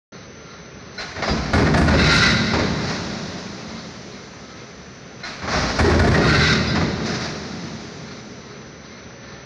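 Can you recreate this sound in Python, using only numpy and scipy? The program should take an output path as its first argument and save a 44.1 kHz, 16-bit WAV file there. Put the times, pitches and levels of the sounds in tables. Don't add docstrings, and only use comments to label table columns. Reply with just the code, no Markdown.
import sys
import numpy as np
from scipy import signal
from scipy.fft import rfft, irfft, next_fast_len
from scipy.io import wavfile
from scipy.ndimage import uniform_filter1d, map_coordinates

SR = 44100
rng = np.random.default_rng(int(sys.argv[2]) if len(sys.argv) > 2 else 0)


def int16_out(signal):
    q = np.round(np.clip(np.atleast_2d(signal).T, -1, 1) * 32767)
    wavfile.write(sys.argv[1], SR, q.astype(np.int16))


N = 416744
T = np.arange(N) / SR

# f/Hz, level/dB
FAN_SPECTRUM = [(20, -55), (40, -25), (60, -1.5), (100, -4), (190, 1), (300, -7), (430, -4), (650, -10.5),
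                (950, -14), (1400, -13.5), (2200, -16), (3200, -22.5), (5000, -26), (6200, -27.5),
                (7000, -70), (9000, -70), (11000, -89)]
# f/Hz, level/dB
MOTOR_LINES = [(129.2, -55), (414.5, -57), (551, -59.5), (1378, -64)]
# f/Hz, level halfway through/dB, slope/(dB/s)
INVERTER_LINES = [(5458, -68, 0.3), (5543, -67, 0), (5935, -55.5, 0.7), (5981, -67, 0), (6024, -65, 0.3),
                  (6066, -56.5, -1)]
# t/s, level/dB, ring f/Hz, ring level/dB
FAR_SWISHES = [(.16, -50, 1378, -59), (.53, -50, 1378, -54), (.89, -52, 1126, -56),
               (3.78, -45.5, 1378, -56), (4.201, -50, 2165, -57), (4.545, -52, 1292, -50.5),
               (4.92, -58, 1787, -62), (8.13, -48, 2153, -60), (8.52, -52.5, 1277, -55),
               (8.92, -50.5, 2110, -59), (9.31, -50.5, 1780, -52.5)]
# f/Hz, level/dB
FAR_SPECTRUM = [(300, 0), (900, 1.5), (1400, -7), (2100, -4.5), (3000, -5), (4100, -2), (5500, -5),
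                (6500, -28), (8000, -36)]
# f/Hz, width/Hz, level/dB
FAR_MODES = [(1083, 40, -4), (1246, 45, -1.5), (1365, 60, -4), (1560, 40, -8), (1730, 45, -5),
             (2110, 45, -3), (4000, 240, -13.5), (4330, 260, -15)]
# die meets sheet t/s, feed level/dB, feed run-down t60/s, feed treble rise/s
PRESS_STROKES = [(1.532, -18.5, 0.95, 0.27), (5.786, -21, 0.75, 0.34)]
# f/Hz, level/dB
SILENCER_SPECTRUM = [(200, 6), (550, 5), (680, 13.5), (850, 7.5), (1500, 9), (2200, 8), (3200, -0.5),
                     (4200, 2), (5600, -1.5), (7000, -12), (8000, -22), (9400, -20), (10500, -50)]
# t/s, level/dB, rise/s, hold/s, t60/s
BLOW_OFFS = [(1.21, -30, 0.055, 0.08, 2.8), (5.475, -22, 0.059, 0.059, 2.1),
             (2.783, -27, 0.095, 0.049, 0.72), (7.04, -26.5, 0.025, 0.11, 0.67),
             (7.19, -29, 0.025, 0.05, 0.34)]
# f/Hz, level/dB
JET_SPECTRUM = [(200, 0), (550, 7.5), (680, 15), (850, 8.5), (1400, 11), (2200, 6.5), (3200, -0.5),
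                (4200, 3.5), (5200, 4), (6000, 1), (7000, -9.5), (8000, -21.5), (9400, -16.5), (10500, -48)]
# t/s, level/dB, rise/s, hold/s, t60/s
BRAKE_BLEEDS = [(2.53, -34.5, 0.043, 0.41, 7.8), (6.752, -40.5, 0.063, 1, 3.6)]
# f/Hz, level/dB
BLEED_SPECTRUM = [(200, 1.5), (550, 6), (680, 14.5), (850, 10), (1400, 9), (2200, 4), (3200, 2),
                  (4200, 2.5), (5600, 2.5), (7000, -4.5), (8000, -23), (9400, -12), (10500, -51)]
# f/Hz, level/dB
VALVE_MODES = [(680, -4), (1450, -1), (1750, -2), (2150, 0), (2350, -3), (4100, -7), (5200, -8)]
# t/s, level/dB
GEAR_KNOCKS = [(1.158, -30), (1.185, -33), (5.418, -30), (5.441, -31)]
# f/Hz, level/dB, t60/s
FRAME_MODES = [(56.2, -5, 0.99), (66.5, -3, 0.25), (79.2, 1.5, 0.35), (99.4, -5, 0.4), (123.3, 0, 0.51),
               (154.1, -4, 1.6), (190.4, 1.5, 0.54), (221.2, 6, 1.06), (257, -14.5, 0.68), (371.5, -4, 0.6)]
# f/Hz, level/dB
PANEL_SPECTRUM = [(20, -13), (45, -19), (65, 0), (105, 1.5), (150, 2), (220, 0.5), (280, -1.5), (380, -4),
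                  (480, -9), (700, -17.5), (1100, -22.5), (3000, -42), (9000, -87)]
# f/Hz, level/dB
CLANK_SPECTRUM = [(100, -19.5), (400, -5), (700, 5), (1100, 1), (2200, -5), (3000, -13.5), (5000, -14),
                  (7000, -24.5), (8200, -44), (12000, -70)]
# f/Hz, level/dB
TOOLING_MODES = [(363, 0), (417, 1), (565, -5), (635, 1), (700, -14), (955, -9), (1215, -11), (1457, -2),
                 (1725, 0), (1885, -6), (2260, -15)]
# t/s, level/dB
CLAMP_GRIPS = [(1.221, -20), (5.475, -22), (5.566, -23.5)]
# f/Hz, level/dB
JAW_MODES = [(620, -3), (860, -2), (1090, -1), (1400, -2), (1830, -3), (2150, -7)]
# t/s, f/Hz, level/dB, hold/s
STRIP_SQUEAKS = [(1.23, 4880, -42, 0.008), (1.259, 5000, -38, 0.015), (1.289, 4900, -33.5, 0.032),
                 (6.672, 4950, -34, 0.028), (6.754, 4973, -36, 0.008)]
# pitch ratio, level/dB
SQUEAK_MODES = [(1, -2), (0.8, -12), (0.7, -10)]
# t/s from die contact, level/dB, thud f/Hz
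RAM_JOLTS = [(-.24, -22.5, 51.7), (.455, -14, 111), (.6, -24, 75), (.7, -23, 171), (.86, -28, 84)]
# t/s, crash/dB, thud/dB, block f/Hz, block ring/dB, snap/dB
DIE_PUNCHES = [(1.532, -14, -9, 2150, -19.5, -36.5), (1.578, -16.5, -13, 402, -14.5, -45),
               (1.616, -21, -18, 358, -10.5, -49), (1.659, -20.5, -21, 1850, -24.5, -59),
               (1.738, -15, -10, 617, -16.5, -42), (1.768, -18.5, -17, 689, -12, -33.5),
               (1.813, -17, -10, 1100, -28, -38.5), (1.878, -17, -26, 415, -21, -46),
               (1.916, -19.5, -12.5, 945, -18, -51), (1.937, -20, -19, 539.6, -13, -56),
               (5.786, -14.5, -8.5, 2224, -22.5, -35), (5.841, -18, -14, 404.5, -10.5, -46),
               (5.880, -18, -19.5, 356.7, -6.5, -41), (5.914, -20.5, -21.5, 1620, -25, -54),
               (5.940, -25, -18, 559, -17, -60), (5.992, -16, -9, 612, -13, -36),
               (6.018, -17.5, -16, 699, -13.5, -44), (6.040, -19.5, -18, 910, -23, -44),
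               (6.069, -19, -7.5, 427, -20, -40), (6.112, -22, -20.5, 396, -21, -46),
               (6.140, -18, -22, 1875, -17.5, -48), (6.176, -18, -23, 568, -16, -59)]
# f/Hz, level/dB
SNAP_SPECTRUM = [(1000, -34), (5000, -3.5), (8000, 2.5), (11500, -2), (12400, -9.5)]
# f/Hz, level/dB
SCRAPE_SPECTRUM = [(200, -31.5), (600, -7), (1000, 13.5), (1450, 8), (2100, 1), (2900, 9.5), (4000, 7),
                   (5000, 3), (6200, 1.5), (8200, -19), (10000, -38), (12000, -69)]
# f/Hz, width/Hz, level/dB
STRIP_MODES = [(1446, 130, 4), (2110, 340, 1.5), (2550, 140, -20), (3990, 270, -3), (4400, 220, -6.5),
               (5340, 470, -7), (5750, 300, -17)]
# f/Hz, level/dB
ROLL_MODES = [(1222, -3.5), (1384, 1), (1460, 1.5), (1561, 1.5), (1865, -1.5), (1981, -1.5), (2062, 0.5),
              (2546, -4.5), (2686, -4.5), (3729, -6), (3881, -11.5), (3984, -6.5), (4102, -10.5),
              (4355, -9), (4540, -9)]
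# t/s, ring/dB, snap/dB
STRIP_SLAPS = [(1.986, -21, -42), (2.022, -22.5, -50), (2.115, -20, -38), (2.138, -22, -33.5),
               (2.285, -26, -42.5), (6.213, -26, -54), (6.238, -24, -44), (6.28, -16, -40),
               (6.344, -22, -46), (6.405, -22, -51)]
# t/s, level/dB
BRAKE_BITES = [(2.531, -18.2), (6.750, -20.3)]
# t/s after the bite, level/dB over the bite
BRAKE_KNOCKS = [(0, 0), (.056, -3.5), (.25, -14)]
# f/Hz, t60/s
HALL_DECAY = [(60, 1.76), (170, 5.47), (500, 3.95), (1500, 2.36), (5000, 3.4), (9000, 2.07), (12000, 0.29)]
# f/Hz, level/dB
MIC_RESPONSE = [(20, -2), (60, 0.5), (500, 1), (900, -1), (1500, 1.5), (2100, 2.5), (3000, -0.5),
                (4100, 4.5), (6100, 3), (7000, 1), (8000, -2.5), (11000, -8), (12400, -16)]


def amp(db):
    return 10 ** (np.asarray(db) / 20)


def unit(x):
    return x / np.sqrt(np.mean(x ** 2) + 1e-20)


def along(points, hz):
    f, v = np.transpose(points)
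    return np.interp(np.log(hz + 1), np.log(f + 1), v)


def fade(t, t60):
    return np.exp(-np.log(1000) * t / np.maximum(t60, 1e-3))


def swell(s, db, rise_s, hold_s, t60):
    return amp(db) * np.clip((T - s) / rise_s, 0, 1) * fade(np.maximum(T - s - rise_s - hold_s, 0), t60)


def wobble(rate):
    return map_coordinates(rng.standard_normal(int(N * rate / SR) + 4), [T * rate], order=2)


def sine(t, hz):
    return np.sin(2 * np.pi * (hz * t + rng.random(np.shape(hz))))


def filtered(x, response):
    size = next_fast_len(len(x) + SR // 2, True)
    return irfft(rfft(x, size) * response(np.fft.rfftfreq(size, 1 / SR)), size)[:len(x)]


def noise(spectrum, size=N):
    return unit(filtered(rng.standard_normal(size), lambda hz: amp(along(spectrum, hz))))


def resonances(modes, hz):
    return np.sqrt(sum(amp(db) ** 2 / (1 + (2 * (hz - f) / width) ** 2) for f, width, db in modes))


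def add(track, s, sound):
    part = track[round(s * SR):][:len(sound)]
    part += sound[:len(part)]


def ventilation(db=-41):
    return amp(db + 0.48 * wobble(2.2) + 0.76 * wobble(12)) * noise(FAN_SPECTRUM)


def hum(lines, unsteady_db, drift_rad):
    return np.sqrt(2) * sum(amp(db + unsteady_db * wobble(7))
                            * np.sin(2 * np.pi * hz * T + drift_rad * wobble(7)) for hz, db in lines)


def inverter(blur_hz=6110, width_hz=190):
    blur = filtered(rng.standard_normal(N), lambda hz: np.exp(-.5 * ((hz - blur_hz) / width_hz) ** 2))
    lines = [(hz, db + slope * (T - T.mean())) for hz, db, slope in INVERTER_LINES]
    return amp(-5.5) * hum(lines, unsteady_db=0.5, drift_rad=1.06) + amp(-64) * unit(blur)


def far_machine(swish_s=0.083, jingle_db=2.3):
    rub = lambda s: np.exp(-.5 * ((T - s) / swish_s) ** 2)
    envelope = sum(amp(db) * rub(s) for s, db, *_ in FAR_SWISHES)
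    metal = unit(filtered(noise(FAR_SPECTRUM), lambda hz: resonances(FAR_MODES, hz)))
    swishes = envelope * amp(jingle_db * wobble(50)) * (amp(-3.5) * noise(FAR_SPECTRUM) + metal)
    drift = 1.2 * wobble(45)
    singing = sum(amp(db) * rub(s) * np.sin(2 * np.pi * hz * T + drift) for s, _, hz, db in FAR_SWISHES)
    return swishes + np.sqrt(2) * singing


def valves(clutch_lead_s, pilot_lead_s=0.04):
    def air(swells, spectrum, flutter_db):
        return np.linalg.norm(swells, axis=0) * amp(flutter_db * wobble(55)) * noise(spectrum)

    puffs = []
    for s, *_ in PRESS_STROKES:
        opens = s - clutch_lead_s
        puffs.append(swell(opens - pilot_lead_s, db=-41, rise_s=0.012, hold_s=0.01, t60=0.25))
        puffs.append(swell(opens, db=-28.5, rise_s=0.015, hold_s=0.024, t60=0.94))
    return (air(puffs, SILENCER_SPECTRUM, flutter_db=1.5)
            + air([swell(*row) for row in BLOW_OFFS], JET_SPECTRUM, flutter_db=1)
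            + air([swell(*row) for row in BRAKE_BLEEDS], BLEED_SPECTRUM, flutter_db=1))


def clack(t, modes, t60=0.099, detune=0.05):
    ring = sum(amp(db + rng.normal(0, 5.8)) * sine(t, hz * np.exp(rng.normal(0, detune)))
               for hz, db in modes)
    return unit(ring) * fade(t, t60) * (1 - np.exp(-t / 0.0027))


def impact(db, thud_db, thud_hz, boom_db, boom_t60=0.56, clank_t60=0.15, ring_db=-8, rattle_db=-13):
    t = np.arange(2 * SR) / SR
    frame_hz, frame_db, frame_t60 = np.transpose(FRAME_MODES)[:, :, None]
    share = amp(frame_db) * (np.exp(-.5 * (np.log2(frame_hz / thud_hz) / 0.34) ** 2) + 0.14)
    modes = share * fade(t, frame_t60) * sine(t, frame_hz)
    thud = amp(thud_db) * modes.sum(0) / np.linalg.norm(share) * np.sqrt(2)
    boom = amp(boom_db) * noise(PANEL_SPECTRUM, len(t)) * fade(t, boom_t60)
    steel = unit(sum(amp(level + rng.normal(0, 5.1)) * sine(t, hz) for hz, level in TOOLING_MODES))
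    crash = noise(CLANK_SPECTRUM, len(t)) * (fade(t, clank_t60) + amp(rattle_db) * fade(t, t60=1))
    clank = crash + amp(ring_db) * steel * fade(t, t60=0.21)
    return amp(db) * ((thud + boom) * (1 - np.exp(-t / 0.015)) + clank * (1 - np.exp(-t / 0.0043)))


def clutch(lead_s):
    out, t = np.zeros(N), np.arange(SR // 4) / SR
    for s, *_ in PRESS_STROKES:
        add(out, s - lead_s, amp(-29) * clack(t, VALVE_MODES, t60=0.2, detune=0.02))
    for s, db in GEAR_KNOCKS:
        add(out, s, impact(db, thud_db=-1, thud_hz=95, boom_db=0, clank_t60=0.22, ring_db=-11))
    return out


def clamp(seat_s=0.055):
    out, t = np.zeros(N), np.arange(SR // 4) / SR
    for s, db in CLAMP_GRIPS:
        for delay, boom_db in (0, -15), (seat_s, -3):
            knock = impact(db, thud_db=-12, thud_hz=212, boom_db=boom_db, boom_t60=0.99, ring_db=-9)
            add(out, s + delay, knock)
            add(out, s + delay, amp(db - 2) * clack(t, JAW_MODES, t60=0.1, detune=0.03))
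    return out


def squeaks(jitter_rad=0.4, rough_db=0.5):
    out, t = np.zeros(N), np.arange(SR // 4) / SR
    slip = lambda: unit(uniform_filter1d(rng.standard_normal(len(t)), SR // 500))
    for s, hz, db, hold_s in STRIP_SQUEAKS:
        squeal = sum(amp(level - rough_db * slip())
                     * np.sin(2 * np.pi * hz * ratio * t + jitter_rad * slip())
                     for ratio, level in SQUEAK_MODES)
        envelope = np.minimum(t / 0.0045, 1) * fade(np.maximum(t - hold_s, 0), t60=0.12)
        add(out, s, amp(db) * unit(squeal) * envelope)
    return out


def ram(lead_s=0.5):
    jolts, out = np.zeros(4 * SR), np.zeros(N)
    for s, db, hz in RAM_JOLTS:
        add(jolts, lead_s + s, impact(db - 9.5, thud_db=9.5, thud_hz=hz, boom_db=8.5))
    for s, *_ in PRESS_STROKES:
        add(out, s - lead_s, jolts)
    return out


def die_block(t, hz, split=0.0437):
    pair = sine(t, hz) + amp(-7) * sine(t, hz * (1 + split))
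    return unit(pair) * fade(t, t60=0.13) * (1 - np.exp(-t / 0.0053))


def snap(t, db):
    return amp(db) * noise(SNAP_SPECTRUM, len(t)) * fade(t, t60=0.31) * (1 - np.exp(-t / 0.0043))


def die(rattle_s=0.42):
    out, t = np.zeros(N), np.arange(SR // 2) / SR
    for s, db, thud_db, ring_hz, ring_db, snap_db in DIE_PUNCHES:
        add(out, s, amp(ring_db) * die_block(t, ring_hz) + snap(t, snap_db))
        add(out, s, impact(db, thud_db - db, thud_hz=83, boom_db=1.5,
                           clank_t60=0.14, ring_db=-3.5, rattle_db=-15.5))
    for s, *_ in PRESS_STROKES:
        for delay in rattle_s * rng.random(size=12):
            add(out, s + delay, amp(-27.5) * clack(t, TOOLING_MODES))
    return out


def feeder(start_s=0.34, rise_s=0.2, hold_s=0.17, treble_hz=2900, top_hz=7460, roll_width_hz=16):
    t = np.arange(SR // 4) / SR
    rasp = amp(2.3 * wobble(130))
    chatter = lambda: rasp * rng.standard_normal(N)

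    def ringing(modes):
        return unit(filtered(chatter(), lambda hz: resonances(modes, hz) / (1 + (hz / top_hz) ** 10)))

    sheet = noise(SCRAPE_SPECTRUM, len(t)) * fade(t, t60=0.065)
    scrape = unit(signal.fftconvolve(chatter(), sheet)[:N])
    shift = amp(3 * wobble(16))
    modes = [(hz, roll_width_hz, db) for hz, db in ROLL_MODES]
    rolls = unit((shift * ringing(modes[::2]) + ringing(modes[1::2]) / shift) / np.hypot(shift, 1 / shift))
    feed = amp(-6) * scrape + amp(-3.5) * (ringing(STRIP_MODES) + rolls)
    body = filtered(feed, lambda hz: 1 / (1 + (hz / treble_hz) ** 10))
    out = np.zeros(N)
    for s, db, t60, treble_rise_s in PRESS_STROKES:
        out += body * swell(s + start_s, db, rise_s, hold_s, t60)
        out += (feed - body) * swell(s + start_s, db, treble_rise_s, rise_s + hold_s - treble_rise_s, t60)
    return out


def slaps():
    out, t = np.zeros(N), np.arange(SR // 2) / SR
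    for s, ring_db, snap_db in STRIP_SLAPS:
        add(out, s, amp(ring_db) * clack(t, ROLL_MODES, t60=0.26, detune=0.0067) + snap(t, snap_db))
    return out


def brake():
    out = np.zeros(N)
    for s, bite_db in BRAKE_BITES:
        for delay, knock_db in BRAKE_KNOCKS:
            add(out, s + delay, impact(bite_db + knock_db, thud_db=-7.5, thud_hz=110, boom_db=2.5,
                                       clank_t60=0.18, ring_db=-6.5))
    return out


def hall(x, build_s=0.0082):
    hz, t, bands = signal.stft(rng.standard_normal(3 * SR), SR, nperseg=1024)
    envelope = fade(t, along(HALL_DECAY, hz)[:, None]) * (1 - np.exp(-t / build_s))
    tail = signal.istft(bands * envelope, SR, nperseg=1024)[1]
    return signal.fftconvolve(x, tail / np.linalg.norm(tail))[:N]


def scene(clutch_lead_s=0.554, hall_db=-8, feeder_send=0.7):
    background = ventilation() + hum(MOTOR_LINES, unsteady_db=3.2, drift_rad=0.91) + inverter()
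    press = amp(-4) * valves(clutch_lead_s) + clutch(clutch_lead_s) + clamp() + ram() + die() + brake()
    strip = feeder() + slaps()
    reverb = amp(hall_db) * hall(press + feeder_send * strip)
    return (background + far_machine() + press + squeaks() + strip + reverb)[None]


def record(dry, limit_db=-14.5, follow_s=0.0066, ceiling=0.31, hardness=6, start_s=0.12, top_hz=12400):
    def microphone(hz):
        cepstrum = irfft(np.log(amp(along(MIC_RESPONSE, hz))))
        half = len(cepstrum) // 2
        return np.exp(rfft(cepstrum * np.r_[1, np.full(half - 1, 2), np.zeros(half)]))

    step = 1 / int(follow_s * SR)
    power = signal.lfilter([step], [1, step - 1], dry[0] ** 2)
    limited = dry[0] * np.minimum(1, amp(limit_db) / np.sqrt(np.abs(power) + 1e-12))
    clipped = limited / (1 + np.abs(limited / ceiling) ** hardness) ** (1 / hardness)
    fade_in = np.clip((T - start_s) / 0.004, 0, 1)
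    return filtered(clipped * fade_in, lambda hz: microphone(hz) * (hz < top_hz))[None]


dry = scene()
out = record(dry)
int16_out(out)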